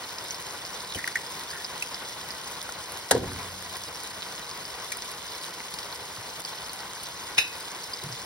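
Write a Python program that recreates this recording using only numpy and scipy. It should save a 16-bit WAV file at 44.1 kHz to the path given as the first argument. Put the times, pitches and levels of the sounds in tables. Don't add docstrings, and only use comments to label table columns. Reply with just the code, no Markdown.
import sys
import numpy as np
from scipy import signal
from scipy.fft import rfft, irfft, next_fast_len
from scipy.io import wavfile

SR = 44100
rng = np.random.default_rng(int(sys.argv[2]) if len(sys.argv) > 2 else 0)


def transcribe(u):
    v = np.clip(np.atleast_2d(u).T, -1, 1)
    q = np.round(v * 32767).astype(np.int16)
    wavfile.write(sys.argv[1], SR, q)


N = 363825

# (frequency [Hz], relative level [dB])
ROAR_SPECTRUM = [(25, -40), (50, -3.5), (85, -2.5), (130, -2), (185, 0), (230, -5.5), (400, 0), (700, -1),
                 (1300, -5), (2100, -3), (2700, -4.5), (5000, -19.5)]
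# (frequency [Hz], full width at half the lift [Hz], lift [dB])
PAN_RESONANCES = [(487, 33, 4.5), (1013, 314, 9), (1469, 194, 6.5), (1931, 30, 7.5), (3023, 180, 5),
                  (3500, 56, 8), (3840, 28, 8), (4180, 72, 7.5), (4400, 53, 1.5), (5030, 330, 3)]
# (frequency [Hz], relative level [dB])
SIZZLE_SPECTRUM = [(500, -24), (1500, -16), (2300, -6), (2620, -12), (3050, -3), (4200, -2.5), (5100, -.7),
                   (6200, -2.6), (6700, -4.5), (7600, -3.5), (9500, -8), (12500, -11), (15800, -14.5)]
# (time of the height [s], lift [dB], spread [s])
FRYING_FLARES = [(1.5, 0.8, 0.55), (5.45, 5.5, 0.029), (6.49, 5.5, 0.021)]
# (time [s], level [dB], pitch [Hz], decay [cycles])
LARGE_BUBBLES = [(0.185, -19.5, 5200, 3.7), (.308, -14, 6000, 3.5), (0.346, -22, 5130, 4),
                 (.651, -22, 5050, 3), (.923, -19, 3840, 1.7), (1.264, -27, 5010, 4),
                 (1.511, -24, 4970, 3.7), (1.646, -18, 5060, 9.7), (1.945, -17, 5100, 2.7),
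                 (2.05, -25, 4200, 4.4), (2.306, -20, 5020, 6.4), (2.691, -21, 1390, 1.4),
                 (3.276, -28, 1440, 1.5), (3.318, -22, 1420, 1), (3.392, -27, 1020, 1.17),
                 (3.769, -23, 4900, 2.2), (3.948, -22, 5470, 2.2), (4.222, -17, 4100, 1.8),
                 (4.228, -18, 3570, 2.1), (4.513, -20, 5020, 3), (4.653, -22, 4950, 3.5),
                 (4.823, -23, 5440, 3), (5.022, -15, 5100, 1.6), (5.116, -24, 5430, 2),
                 (5.35, -24.5, 5400, 6), (5.362, -29, 4080, 4.6), (5.604, -16, 2200, 0.48),
                 (5.7405, -16, 4750, 1.4), (5.788, -16, 5060, 1.8), (5.926, -24, 4200, 4),
                 (6.450, -18.5, 4830, 5.7), (6.695, -21.5, 4400, 4.5), (7.840, -19.5, 5140, 2.4),
                 (7.935, -21.5, 4890, 13), (8.019, -25, 3860, 4.2), (8.126, -23.5, 5000, 5)]
# (time [s], level [dB])
OIL_SPITS = [(.957, -15), (2.628, -12.5), (2.691, -20), (2.921, -14.5), (3.769, -14.5), (4.035, -14),
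             (4.971, -13), (5.116, -16.5), (5.709, -23), (5.740, -14), (5.788, -21), (6.403, -15),
             (6.733, -13), (7.034, -14)]
# (time [s], level [dB], cup resonance [Hz],
# lower mode relative to the main one [dB], decay [ms], splinters relative to the cup [dB])
SHELL_CLACKS = [(.947, -30.5, 3050, -12, 13, -2), (0.973, -34.5, 1950, -10, 26, -4),
                (0.988, -26, 1900, -4, 3.2, -16), (1.0415, -17.5, 2000, -14, 2, -14),
                (1.076, -16, 1950, 1, 2.44, -4.5), (1.156, -16, 1970, -13, 4.7, -10.5),
                (1.170, -29, 1950, -6, 3, -1), (1.53, -41, 1820, -6, 110, -12),
                (1.823, -24, 2590, -11, 6.4, -2), (3.108, -27, 2840, -9, 6, -8),
                (4.919, -27.5, 2240, -12, 7.3, 2.5)]
# (time [s], level [dB], decay [ms])
EGG_SMASHES = [(3.1103, -10, 3.2), (3.1128, -8, 3.5), (3.1160, -11.5, 4.6), (3.151, -30, 3.5)]
# (frequency [Hz], relative level [dB])
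SMASH_SPECTRUM = [(60, -18), (250, -14), (600, 5), (1000, -5), (1300, -2.5), (1650, 5.5), (2150, -2.5),
                  (2450, -17), (2900, -6), (3600, -5.5), (6000, -6), (6850, -1.5), (7400, -2.5),
                  (10500, -10.5), (16000, -19)]
# (time [s], level [dB], centre frequency [Hz], decay [ms])
COUNTER_BUMPS = [(.952, -35.5, 403, 17), (.956, -35.5, 170, 15.7), (3.111, -37, 55, 100),
                 (3.113, -32, 151, 62), (3.122, -27, 480, 22), (3.160, -20, 410, 14), (3.2, -38, 312, 53),
                 (3.231, -31, 450, 16), (3.244, -37, 103, 110)]
# (time [s], level [dB], pitch [Hz], swell [ms])
COUNTER_THUMPS = [(.954, -33.5, 93.5, 7.1), (3.1495, -12, 466, 2.1), (6.18, -41, 112, 8.2),
                  (7.381, -45, 106, 7.5), (8.029, -37, 377, 3.1), (8.039, -32, 132, 5.5),
                  (8.061, -32, 143, 5.8), (8.092, -40, 122, 15), (8.124, -41, 121, 7)]
# (frequency [Hz], level [dB], time to fall 60 dB [s])
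COUNTER_MODES = [(91, -37.5, 2.5), (99.4, -50, 1.3), (111, -40, 1.2), (129, -32, .65), (187.4, -46.5, 2.5),
                 (249, -36, 0.8), (275.6, -32, 0.62), (399, -24.5, 0.29), (476, -29, 0.33),
                 (592, -27.5, 0.24), (930, -23.5, 0.2), (1550, -21.5, 0.096)]
# (time [s], level relative to the crunch [dB], decay [ms])
STEEL_RAPS = [(7.372, -13, 5.9), (7.3795, 6, 4), (7.3839, 5, 5.2), (7.388, -20, 6.9)]
# (frequency [Hz], level [dB], time to fall 60 dB [s])
STEEL_MODES = [(1410, -49, 0.27), (1950, -42, .2), (2440, -36, 0.2), (2515, -29, .2), (2533, -30, 0.42),
               (2600, -33, .15), (2600, -36, 0.16), (2730, -29, 0.18), (3720, -34, 0.2), (3820, -31, 0.44),
               (3920, -44, 0.22), (4020, -37, 0.16), (4100, -42, 0.28), (5087, -32, 0.21),
               (5303, -41, 0.16), (6550, -30, .2), (8890, -31, 0.16), (9846, -41, .18), (10150, -41, 0.186),
               (11650, -33, .15)]
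# (frequency [Hz], relative level [dB])
RAP_SPECTRUM = [(100, -17.5), (1000, -7.5), (1300, -15), (1750, 3), (2250, -1), (2600, 14.5), (2850, 7),
                (3250, -10), (3800, 10.5), (4200, -3), (4650, -11), (5120, 3), (5650, -8), (6100, -2),
                (7300, -14), (8900, -9), (11000, -22), (14500, -27)]
# (frequency [Hz], time to fall 60 dB [s])
KITCHEN_DECAY = [(80, 0.29), (300, 0.45), (1000, 0.19), (4000, 0.25), (14000, 0.014)]
# (frequency [Hz], lead of the left [rad])
PHASE_LEAD = [(100, 0), (600, .2), (1100, -.35), (2000, -.2), (2700, -2.8), (3200, -3), (3700, -5.3),
              (5400, -5.9), (7000, -3.25), (7700, -3.05), (9800, -.1), (11200, .1), (13000, 3.05),
              (14000, 3.25), (15600, 5.7)]
# (frequency [Hz], coherence [0 to 1])
LIKENESS = [(70, .995), (130, .975), (300, .9), (550, .68), (950, .85), (1400, .8), (1900, .87),
            (2500, .55), (4500, .45), (5300, .78), (6200, .78), (7300, .98), (9000, .75), (10400, .97),
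            (12000, .72), (13500, .97), (15500, .65)]
# (frequency [Hz], left minus right [dB])
BALANCE = [(100, -.4), (480, -1.5), (750, 3.5), (1000, 4.2), (1700, .8), (2500, -.3), (4200, -3),
           (5100, .5), (8000, 0)]

SPIT_HZ, SPIT_CYCLES = 10000, 1
FLICKER_DB, SPUTTER_PER_S, CRACKLE_PER_S = 1.2, 55, 45
BUMP_WIDTH = 0.47
BUMP_RISE_CYCLES = 0.72
CUP_LOWER_RATIO = 0.804
EDGE_HZ = 15900


def amp(db):
    return 10 ** (np.asarray(db) / 20)


def unit(x):
    return x / np.sqrt(np.mean(x ** 2) + 1e-20)


def read(points, hz):
    f, value = np.transpose(points)
    return np.interp(np.log(hz + 1), np.log(f), value)


def add(mix, s, sound):
    part = mix[..., round(s * SR):][..., :sound.shape[-1]]
    part += sound[..., :part.shape[-1]]


def colour(x, gain_at):
    size = next_fast_len(x.shape[-1] + 4096)
    hz = abs(np.fft.fftfreq(size, 1 / SR))
    log_gain = np.log(np.maximum(gain_at(hz), 1e-5))
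    response = np.exp(np.conj(signal.hilbert(log_gain)))[:size // 2 + 1]
    return irfft(rfft(x, size) * response, size)[..., :x.shape[-1]]


def hump(hz, centre_hz, width_hz):
    detuning = (hz ** 2 - centre_hz ** 2) / (2 * (hz + 1) * width_hz)
    return 1 / (1 + detuning ** 2)


def drift(per_s):
    knots = rng.standard_normal(int(N / SR * per_s) + 2)
    return unit(np.interp(np.linspace(0, len(knots) - 1, N), np.arange(len(knots)), knots))


def burst(decay_ms, gain_at, grit_db=6.0, rise_ms=0):
    decay = decay_ms / 1000
    t = np.arange(int((6 * decay + .04) * SR)) / SR
    rise = 1 - np.exp(-1000 * t / (rise_ms + 1e-3))
    fade = np.exp(-t / decay) * rise
    grit = amp(grit_db * rng.standard_normal(len(t)))
    fractures = rng.standard_normal((2, len(t))) * grit
    return unit(colour(fractures * fade, gain_at)) * np.sqrt(np.mean(fade ** 2))


def ring(modes, rise_s):
    t = np.arange(SR) / SR
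    tones = np.zeros((2, SR))
    for hz, db, t60 in modes:
        phase_turns = rng.random((2, 1))
        tones += amp(db - 60 * t / t60) * np.sin(2 * np.pi * (hz * t + phase_turns))
    return tones * (1 - np.exp(-t / rise_s))


def hollow_db(hz):
    return sum(db / (1 + (2 * (hz - f) / width) ** 2) for f, width, db in PAN_RESONANCES)


def burner(level_db=-42.0, flutter_db=1.46):
    noise = rng.standard_normal((2, N))
    roar = colour(noise, lambda hz: amp(read(ROAR_SPECTRUM, hz) + hollow_db(hz)))
    return amp(level_db + flutter_db * drift(40)) * unit(roar)


def fizz(per_s, spread_db, low_cycles, high_cycles, low_hz=1500, high_hz=16000, size=320):
    count, t = int(per_s * N / SR), np.arange(size) / SR
    when, pitch, length, rank = rng.random((count, 4)).T[..., None]
    hz = low_hz + (high_hz - low_hz) * pitch
    decay = low_cycles * (high_cycles / low_cycles) ** length / hz
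    strength = amp(spread_db * np.minimum(-np.log(1 - rank), 4.5))
    tones = np.exp(-t / decay) * np.sin(2 * np.pi * hz * t)
    grains = strength * tones / np.sqrt(decay)
    at = (when * N).astype(int) + np.arange(size)
    return np.bincount(at.ravel(), grains.ravel(), minlength=N)[:N]


def simmer(plop_db=-53):
    plops = [fizz(per_s=130, spread_db=3.4, low_cycles=0.8, high_cycles=5, low_hz=790, high_hz=2320)
             for _ in range(2)]
    return amp(plop_db) * unit(np.array(plops))


def sizzle(hiss_db=-44.5, bubble_db=-46.5, spit_db=-49.0, wander_db=0.06):
    bubbles = [fizz(per_s=1800, spread_db=3.2, low_cycles=4, high_cycles=30, size=512) for _ in range(2)]
    spits = [fizz(per_s=650, spread_db=4.2, low_cycles=.4, high_cycles=1.6, size=64) for _ in range(2)]
    oil = amp(hiss_db) * rng.standard_normal((2, N))
    oil += amp(bubble_db) * unit(np.array(bubbles))
    oil += amp(spit_db) * unit(np.array(spits))
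    t = np.arange(N) / SR
    flare_db = sum(db * np.exp(-((t - s) / spread_s) ** 2) for s, db, spread_s in FRYING_FLARES)
    heat_db = flare_db + wander_db * drift(2) + FLICKER_DB * drift(70)
    fried = colour(oil, lambda hz: amp(read(SIZZLE_SPECTRUM, hz) + hollow_db(hz)))
    return np.std(oil) * unit(fried) * amp(heat_db)


def pop(hz, cycles):
    t = np.arange(1024) / SR
    return np.exp(-t * hz / cycles) * np.sin(2 * np.pi * hz * t)


def wall(x, decay_s):
    t = np.arange(1024) / SR
    echoes = rng.standard_normal((2, len(t))) * np.exp(-t / decay_s)
    return signal.oaconvolve(x[None], echoes / np.linalg.norm(echoes[0]), axes=1)[:, :len(x)]


def sputter(level_db=-53, spread_db=1.8, low_hz=3500, high_hz=5700, cycles=3, decay_s=0.004):
    out = np.zeros((2, N))
    for when, pitch, rank in rng.random((int(SPUTTER_PER_S * N / SR), 3)):
        strength = amp(spread_db * min(-np.log(1 - rank), 4))
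        bubble = pop(low_hz + (high_hz - low_hz) * pitch, cycles)
        add(out, when * N / SR, strength * wall(bubble, decay_s))
    return amp(level_db) * unit(out)


def crackle(level_db=-52.0, spread_db=3.5, decay_ms=0.42, wall_db=-3.0, wall_s=0.0065):
    t, out = np.arange(128) / SR, np.zeros((2, N))
    for when, rank in rng.random((int(CRACKLE_PER_S * N / SR), 2)):
        snap = unit(rng.standard_normal(len(t)) * np.exp(-1000 * t / decay_ms))
        snap = snap * amp(spread_db * min(-np.log(1 - rank), 3.5))
        add(out[0], when * N / SR, snap)
        add(out, when * N / SR, amp(wall_db) * wall(snap, wall_s))
    return amp(level_db) * unit(colour(out, lambda hz: amp(read(SIZZLE_SPECTRUM, hz))))


def pops(wall_db=-2, wall_s=0.0073):
    out = np.zeros((2, N))
    spits = [(s, db, SPIT_HZ, SPIT_CYCLES) for s, db in OIL_SPITS]
    for s, db, hz, cycles in list(LARGE_BUBBLES) + spits:
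        direct = amp(db) * pop(hz, cycles)
        add(out[0], s, direct)
        add(out, s, amp(wall_db) * wall(direct, wall_s))
    return out


def shells(cup_width_hz=140, splinter_hz=5800, splinter_width_hz=3800, rise_ms=0.16):
    def splinters(hz):
        return hump(hz, splinter_hz, splinter_width_hz)
    out = np.zeros((2, N))
    for s, db, cup_hz, lower_db, decay_ms, splinter_db in SHELL_CLACKS:
        def cup(hz):
            lower = amp(lower_db) * hump(hz, CUP_LOWER_RATIO * cup_hz, cup_width_hz)
            return hump(hz, cup_hz, cup_width_hz) + lower
        add(out, s, amp(db) * burst(decay_ms, cup, rise_ms=rise_ms))
        add(out, s, amp(db + splinter_db) * burst(decay_ms, splinters, rise_ms=rise_ms))
    return out


def thump(hz, swell_ms):
    t = np.arange(SR // 4) / SR
    age = 1000 * t / swell_ms
    return age * np.exp(1 - age) * np.sin(2 * np.pi * hz * t)


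def counter(bump_grit_db=1.5):
    out = np.zeros((2, N))
    for s, db, decay_ms in EGG_SMASHES:
        add(out, s, amp(db) * burst(decay_ms, lambda hz: amp(read(SMASH_SPECTRUM, hz))))
    for s, db, centre_hz, decay_ms in COUNTER_BUMPS:
        rise_ms = 1000 * BUMP_RISE_CYCLES / centre_hz
        def body(hz):
            return hump(hz, centre_hz, BUMP_WIDTH * centre_hz)
        add(out, s, amp(db) * burst(decay_ms, body, bump_grit_db, rise_ms))
    for s, db, hz, swell_ms in COUNTER_THUMPS:
        add(out[0], s, amp(db) * thump(hz, swell_ms))
    add(out, EGG_SMASHES[0][0], ring(COUNTER_MODES, rise_s=0.01))
    return out


def steel(crunch_db=-12, rise_ms=1.9, rattle_db=-30.0, rattle_ms=38,
          splinter_db=-32.0, splinter_ms=30, splinter_hz=10500, splinter_width_hz=3200):
    def contact(hz):
        return amp(read(RAP_SPECTRUM, hz))
    out = np.zeros((2, N))
    for s, db, decay_ms in STEEL_RAPS:
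        add(out, s, amp(crunch_db + db) * burst(decay_ms, contact, rise_ms=rise_ms))
    strike_s, rattle_s = STEEL_RAPS[1][0], STEEL_RAPS[-1][0]
    add(out, strike_s, ring(STEEL_MODES, rise_s=0.0018))
    spray = burst(splinter_ms, lambda hz: hump(hz, splinter_hz, splinter_width_hz))
    add(out, strike_s, amp(splinter_db) * spray)
    add(out, rattle_s, amp(rattle_db) * burst(rattle_ms, contact))
    return out


def kitchen(x, rise_s=0.0042):
    hz, t, z = signal.stft(rng.standard_normal((2, SR)), SR, nperseg=256)
    z = z * amp(-60 * t / read(KITCHEN_DECAY, hz)[:, None])
    z = z * (1 - np.exp(-t / rise_s))
    tail = signal.istft(z, SR, nperseg=256)[1]
    return signal.oaconvolve(x, tail / np.linalg.norm(tail[0]), axes=1)[:, :N]


def stereo(pair):
    size = next_fast_len(N + 2048)
    hz = np.fft.rfftfreq(size, 1 / SR)
    direct, scattered = rfft(pair, size)
    likeness = np.clip(read(LIKENESS, hz), 0, 1)
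    shared = direct * np.sqrt((1 + likeness) / 2)
    apart = scattered * np.sqrt((1 - likeness) / 2)
    lean = amp(read(BALANCE, hz) / 2) * np.exp(.5j * read(PHASE_LEAD, hz))
    return irfft(np.array([(shared + apart) * lean, (shared - apart) / lean]), size)[:, :N]


def scene(shell_room_db=-20, counter_room_db=-15, steel_room_db=-11):
    shell, knock, rap = shells(), counter(), steel()
    room = kitchen(amp(shell_room_db) * shell + amp(counter_room_db) * knock + amp(steel_room_db) * rap)
    pan = burner() + simmer() + sizzle() + sputter() + crackle() + pops()
    return stereo(pan + shell + knock + rap + room)


def record(dry, low_cut_hz=38):
    bass_cut = signal.butter(4, low_cut_hz, "highpass", fs=SR, output="sos")
    thin = signal.sosfilt(bass_cut, dry)
    clipped = np.clip(thin, -.85, .85)
    edge = signal.firwin(511, EDGE_HZ, window=("kaiser", 9), fs=SR)
    return signal.oaconvolve(clipped, edge[None], "same")


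dry = scene()
out = record(dry)
transcribe(out)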